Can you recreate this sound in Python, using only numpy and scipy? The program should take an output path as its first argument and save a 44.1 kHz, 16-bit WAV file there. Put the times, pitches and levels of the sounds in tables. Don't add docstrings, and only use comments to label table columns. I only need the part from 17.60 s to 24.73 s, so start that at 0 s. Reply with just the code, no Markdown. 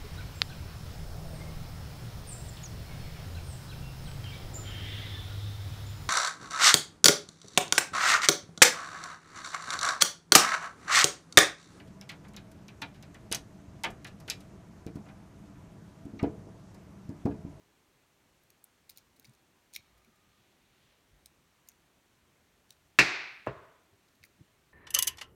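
import sys
import numpy as np
from scipy import signal
from scipy.io import wavfile
from scipy.ndimage import uniform_filter1d

SR = 44100
rng = np.random.default_rng(int(sys.argv[2]) if len(sys.argv) > 2 else 0)


def to_wav(sig):
    pcm = np.clip(np.atleast_2d(sig), -1, 1) * 32767
    pcm = np.round(pcm).astype(np.int16)
    wavfile.write(sys.argv[1], SR, pcm.T)


def ratio_of_db(decibels):
    return 10 ** (np.asarray(decibels, float) / 20)


N = 314433

# (per Hz, relative)
KNOCK_COLOURS = [
    [(35, -35), (65, -14.5), (98, -24.5), (130, -11.5), (222, -16.5), (330, -6.5), (448, -15.5), (666, -16),
     (715, -14.5), (991, -16), (1200, -15), (2470, -5.5), (3040, -19), (4220, -15.5), (16000, -42)],
    [(35, -24), (60, -0.5), (136, 2.5), (220, -19), (328, -4), (669, -3.5), (758, -17.5), (996, -7),
     (2350, -23), (3700, -31.5), (4500, -38), (9000, -55), (11700, -81), (19800, -120)],
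]


def evened(x):
    return x / np.sqrt(np.mean(x ** 2) + 1e-20)


def read(points, hz):
    f, value = np.transpose(points)
    return np.interp(np.log(hz + 1), np.log(f + 1), value)


def add(mix, start_s, sound):
    part = mix[round(start_s * SR):][:len(sound)]
    part += sound[:len(part)]


def causal(db):
    both_sides_db = np.r_[db, db[-2:0:-1]]
    log_gain = np.log(ratio_of_db(np.maximum(both_sides_db, -100)))
    return np.fft.ifft(np.exp(np.conj(signal.hilbert(log_gain)))).real


def hiss():
    # (per Hz, relative)
    hiss_colour = [(12, -52.5), (20, -10.5), (55, -4), (130, -5.5), (268, -8.5), (386, -8), (431, -12),
                   (655, -13), (797, -14), (2060, -16), (4370, -21), (4890, -24.5), (5950, -22),
                   (9300, -26), (10500, -29.5), (11800, -26.5), (15800, -32)]
    frames, hz = N // 256 + 5, np.fft.rfftfreq(1024, 1 / SR)
    real, imaginary, patches = rng.standard_normal((frames, 513, 3)).T
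    patches = uniform_filter1d(patches, 8, axis=0)
    patches = evened(uniform_filter1d(patches, 16, axis=1))
    lumpy_db = read([(100, 1.6), (600, .9), (10000, .4)], hz)[:, None]
    gain = ratio_of_db(read(hiss_colour, hz)[:, None] + lumpy_db * patches)
    noise = signal.istft((real + 1j * imaginary) * gain, nperseg=1024, noverlap=768)[1][:N]
    return ratio_of_db(-69) * evened(noise)


def click(length_ms, band_db, loudest_hz):
    # pitch_hz, width_hz, height_db (before chance and evening out)
    lock_modes = [(2350, 500, 5), (3850, 550, 7), (4500, 450, 4), (5400, 450, 5), (6250, 500, 7),
                  (7050, 400, 4), (8750, 500, 8), (9750, 400, 5), (12150, 550, 9), (14300, 800, 7),
                  (15400, 450, 3)]
    boost_db, boost_width_hz = 7, 1400
    u = np.arange(1500) / SR / (length_ms / 1000)
    slip = rng.standard_normal(1500) * u ** .7 * np.exp(-(u * 1.6) ** 2)

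    hz = np.fft.rfftfreq(2048, 1 / SR)
    peaks = np.full(len(hz), .6)
    for (f, width, db), bite in zip(lock_modes, rng.standard_normal(len(lock_modes))):
        tuned_hz = f * (1 + .03 * np.tanh(bite * 9))
        height = ratio_of_db(db + 3.0 * np.tanh(bite))
        peaks += height / (1 + ((hz - tuned_hz) / (width / 2)) ** 2)
    peaks_db = 10 * np.log10(peaks ** 2 / uniform_filter1d(peaks ** 2, 140))

    low, middle, high, top = band_db
    bands = [(1100, low - 28), (2200, low), (3600, middle), (6000, middle), (8500, high), (12500, top)]
    loudest_db = boost_db / (1 + ((hz - loudest_hz) / (boost_width_hz / 2)) ** 2)
    colour = causal(read(bands, hz) + loudest_db + peaks_db)
    sound = signal.fftconvolve(slip, colour[:1024])
    return sound * np.linalg.norm(colour) / np.linalg.norm(sound)


def bands_db(db, tilt_db, bow_db):
    octaves = np.log2(np.array([2200, 4500, 8500, 12500]) / 4500)
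    return db + tilt_db * octaves - bow_db * octaves ** 2


def snaps():
    # start_s, level_db (energy at 4.5 kHz, before the rings), tilt_db (per octave),
    # bow_db (per octave squared), first_rebound_db (against the snap), loudest_ring_hz
    snap_list = [(0.835, -52, 2, -2, -25, 12150), (0.9025, -36.5, 2.5, 1, -25, 12150),
                 (1.0405, -38.5, 9, -1, -25, 8900), (1.2935, -29.5, 2, 2.5, -16, 4470),
                 (1.297, -30, 3.5, -2, -6, 4870), (1.373, -31, 6.5, 1, -5, 4450),
                 (1.383, -32.5, -1, 4, -14, 4500), (1.5963, -33, 4, 3, -23, 12150),
                 (1.645, -36.5, -4, -2, -25, 2250), (1.694, -39.5, 3, 6, -18, 8750),
                 (1.749, -45, 4, 4, -18, 6250), (2.136, -25, 2.5, 4, -12, 8750),
                 (2.151, -19.5, -1, 3.5, -4, 5400), (2.1613, -13.5, -5, -3, -22, 3830),
                 (2.4465, -42, -2.5, -0.2, -13, 2350), (3.6583, -25.5, 3, 3.5, -16, 8800),
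                 (4.0868, -26, 4, 2, -13, 6350), (4.1165, -44, .1, .1, -20, 3850),
                 (5.1055, -25.5, 4.5, 6, -24, 3970), (5.8645, -34.5, -5, -2, -23, 9600),
                 (6.6375, -28.5, -9, -1.5, -17, 1500)]
    snap_ms, rebound_ms = 3.4, 3.6
    rebounds, gap_s = 4, .008
    loss_db, dulling_db = -7.5, -2.5
    out = np.zeros(N)
    for start_s, db, tilt_db, bow_db, rebound_db, ring_hz in snap_list:
        add(out, start_s, click(snap_ms, bands_db(db, tilt_db, bow_db), ring_hz))
        for k in range(rebounds):
            weaker_db = db + rebound_db + k * loss_db
            duller_db = tilt_db + (k + 1) * dulling_db
            rebound = click(rebound_ms, bands_db(weaker_db, duller_db, bow_db), ring_hz)
            add(out, start_s + (k + 1) * gap_s, rebound)
    return out


def scrapes():
    # start_s, length_ms, level_db (energy at 4.5 kHz, before the rings), tilt_db (per octave)
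    scrape_list = [(1.313, 13, -40, 1), (1.359, 14, -37, .1), (1.56, 15, -43, 6), (1.626, 5.8, -45, 1),
                   (1.649, 10.5, -29.5, -1.5), (1.665, 16, -43, 4), (1.734, 8.8, -45, 4.5),
                   (2.129, 6.1, -39, .1), (2.142, 13, -22.5, 0.5), (2.375, 18, -47, 7), (2.555, 11, -50, 7),
                   (4.072, 12, -44, 6), (5.091, 9, -46, 2.5), (5.12, 13, -39.5, 4),
                   (6.482, 10.6, -43.5, -2.5), (6.55, 10, -47, 4.5), (6.629, 4.3, -36, -13),
                   (6.645, 17, -38, 8.5)]
    bow_db, ring_hz = 3.7, 4700
    out = np.zeros(N)
    for start_s, length_ms, db, tilt_db in scrape_list:
        add(out, start_s, click(length_ms, bands_db(db, tilt_db, bow_db), ring_hz))
    return out


def dying_noise(t60_points, seconds=1):
    steepen_db = -73
    hz, t, z = signal.stft(rng.standard_normal(round(seconds * SR)), SR, nperseg=256)
    t60 = read(t60_points, hz)[:, None]
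    decay_db = -60 * t / t60 + steepen_db * t ** 2
    tail = signal.istft(z * ratio_of_db(decay_db), SR, nperseg=256)[1]
    return tail / np.linalg.norm(tail)


def near_scatter():
    # pitch_hz, t60_s
    near_decay = [(3000, 0.14), (7000, 0.14), (12000, 0.051)]
    return dying_noise(near_decay)


def room_tail():
    # pitch_hz, t60_s
    room_decay = [(80, 0.53), (200, 0.65), (500, 1), (1200, 1.8), (2500, 1.9), (6000, .95), (9000, 0.33),
                  (14000, 0.28)]
    return dying_noise(room_decay)


def bump(level_db, hz, length_ms):
    t = np.arange(SR // 4) / SR
    u = t / (max(length_ms, 5) / 1000)
    swell = u * np.exp(1 - u * u)
    shake = swell * (np.sin(2 * np.pi * hz * t) + .4 * np.sin(2 * np.pi * 1.7 * hz * t))
    return ratio_of_db(level_db) * shake / abs(shake).max()


def bumps():
    # start_s, level_db (peak), pitch_hz, length_ms (start to fullest swell, nearly)
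    bump_list = [(1.583, -62.5, 259, 17), (1.674, -52, 126, 28), (2.183, -60.5, 88, 17.4),
                 (2.28, -63, 57, 100), (2.464, -61, 226, 23), (3.509, -63, 141, 45), (3.501, -58.5, 46, 53),
                 (3.61, -69, 65, 44), (6.319, -61, 99, 21), (6.33, -64.5, 403, 16), (6.596, -63, 90, 32),
                 (6.776, -58, 194.7, 44), (6.808, -46.5, 145, 6.6)]
    out = np.zeros(N)
    for start_s, *settings in bump_list:
        add(out, start_s, bump(*settings))
    return out


def whine():
    start_s, length_s = 2.22, .66
    hz, width_hz, rms_db = 1230, 83, -80.5
    noise = rng.standard_normal(round(length_s * SR))
    edges_hz = [hz - width_hz / 2, hz + width_hz / 2]
    band = signal.sosfilt(signal.butter(2, edges_hz, "band", fs=SR, output="sos"), noise)
    return start_s, ratio_of_db(rms_db) * evened(band) * signal.windows.tukey(len(band), .4)


def rub():
    # time_s, level_db (rms, before the fades)
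    rub_levels = [(2.551, -83), (2.82, -76.5), (3.05, -79), (3.32, -72), (3.5, -93)]
    s, db = np.transpose(rub_levels)
    t = np.arange(s[0], s[-1], 1 / SR)
    grain, hush = rng.standard_normal((len(t), 2)).T
    grain = ratio_of_db(1.7 * evened(uniform_filter1d(grain, 150)))
    band = signal.sosfilt(signal.butter(2, [1900, 4200], "band", fs=SR, output="sos"), grain * hush)
    return s[0], ratio_of_db(np.interp(t, s, db)) * evened(band) * signal.windows.tukey(len(t), .2)


def knock(level_db, first_hz, glide_ms, cycles, room_db, colour, early, late):
    # pitch_hz, level_db (relative, as coloured by the hard knock), t60_s
    glass_modes = [(130, -21, .2), (205, -20, .2), (325, -9, .12), (430, -18, .12), (540, -18, .12),
                   (664, -15, .15), (860, -20, .12), (975, -15, .13), (1170, -18, .12), (1407, -13, .14),
                   (1528, -10, .13), (1612, -12, .12), (1715, -11, .12), (1780, -6, .13), (1907, -6, .15),
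                   (1994, -8, .15), (2103, -6, .15), (2209, -2, .15), (2308, -10, .13), (2432, -4, .15),
                   (2551, -6, .16), (2690, 3, .11), (2910, -13, .12), (3240, -18, .08), (4080, -18, .1),
                   (4365, -17, .09), (4500, -18, .12), (4750, -19, .1), (5146, -15, .1), (5870, -22, .08)]
    ring_db, early_db, crack_db = 14, 19.5, 10.5
    t, glide_s = np.arange(SR) / SR, glide_ms / 1000
    turns = first_hz * glide_s * np.log(1 + t / glide_s)
    swell = np.minimum(turns / cycles * 2.5, 1) * np.exp(-(turns / cycles) ** 6)
    wave = -np.sin(2 * np.pi * turns) * swell

    ring = np.zeros(SR)
    for k, (f, db, t60) in enumerate(glass_modes):
        decay = ratio_of_db(db - read(KNOCK_COLOURS[0], f) - 60 * t / t60)
        ring += decay * np.sin(2 * np.pi * f * t + k * k)
    near = ratio_of_db(ring_db) * ring / np.linalg.norm(ring)
    near += ratio_of_db(early_db) * early[:SR] + ratio_of_db(room_db) * late[:SR]
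    near *= np.clip((t - .0006) / 0.0018, 0, 1)
    near[0] = ratio_of_db(crack_db)

    blow = causal(read(colour, np.fft.rfftfreq(4096, 1 / SR)))[:2048]
    heard = wave + ratio_of_db(13.0) * signal.fftconvolve(near, blow)[:SR]
    return ratio_of_db(level_db) * signal.sosfilt(signal.butter(1, 110, "high", fs=SR, output="sos"), heard)


def knocks(early, late):
    # start_s, level_db, first_hz (first pitch of the bending wave), glide_ms, cycles (of the wave),
    # room_db (room tail, relative)
    knock_list = [(5.3883, -2.5, 2476, 1.9, 2.2, 12.5), (5.8655, -33.5, 2237, 0.59, 0.99, 10),
                  (5.8702, -21, 2400, 0.5, 2.57, 13.5)]
    hard, dull = KNOCK_COLOURS
    out = np.zeros(N)
    for (start_s, *settings), colour in zip(knock_list, [hard, dull, dull]):
        add(out, start_s, knock(*settings, colour, early, late))
    return out


def scene():
    early, late = near_scatter(), room_tail()
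    picks = snaps() + scrapes()
    answer = np.r_[np.zeros(100), ratio_of_db(-16) * early + ratio_of_db(-25) * late]
    echoes = signal.fftconvolve(picks, answer)[:N]
    table = bumps() + knocks(early, late)
    add(table, *whine())
    add(table, *rub())
    return (picks + echoes + table + hiss())[None]


def roll_off(x):
    return signal.sosfilt(signal.butter(12, 16480, fs=SR, output="sos"), x)


def record(dry):
    heard = signal.sosfilt(signal.butter(3, 38, "high", fs=SR, output="sos"), dry)
    return roll_off(heard)


dry = scene()
out = record(dry)
to_wav(out)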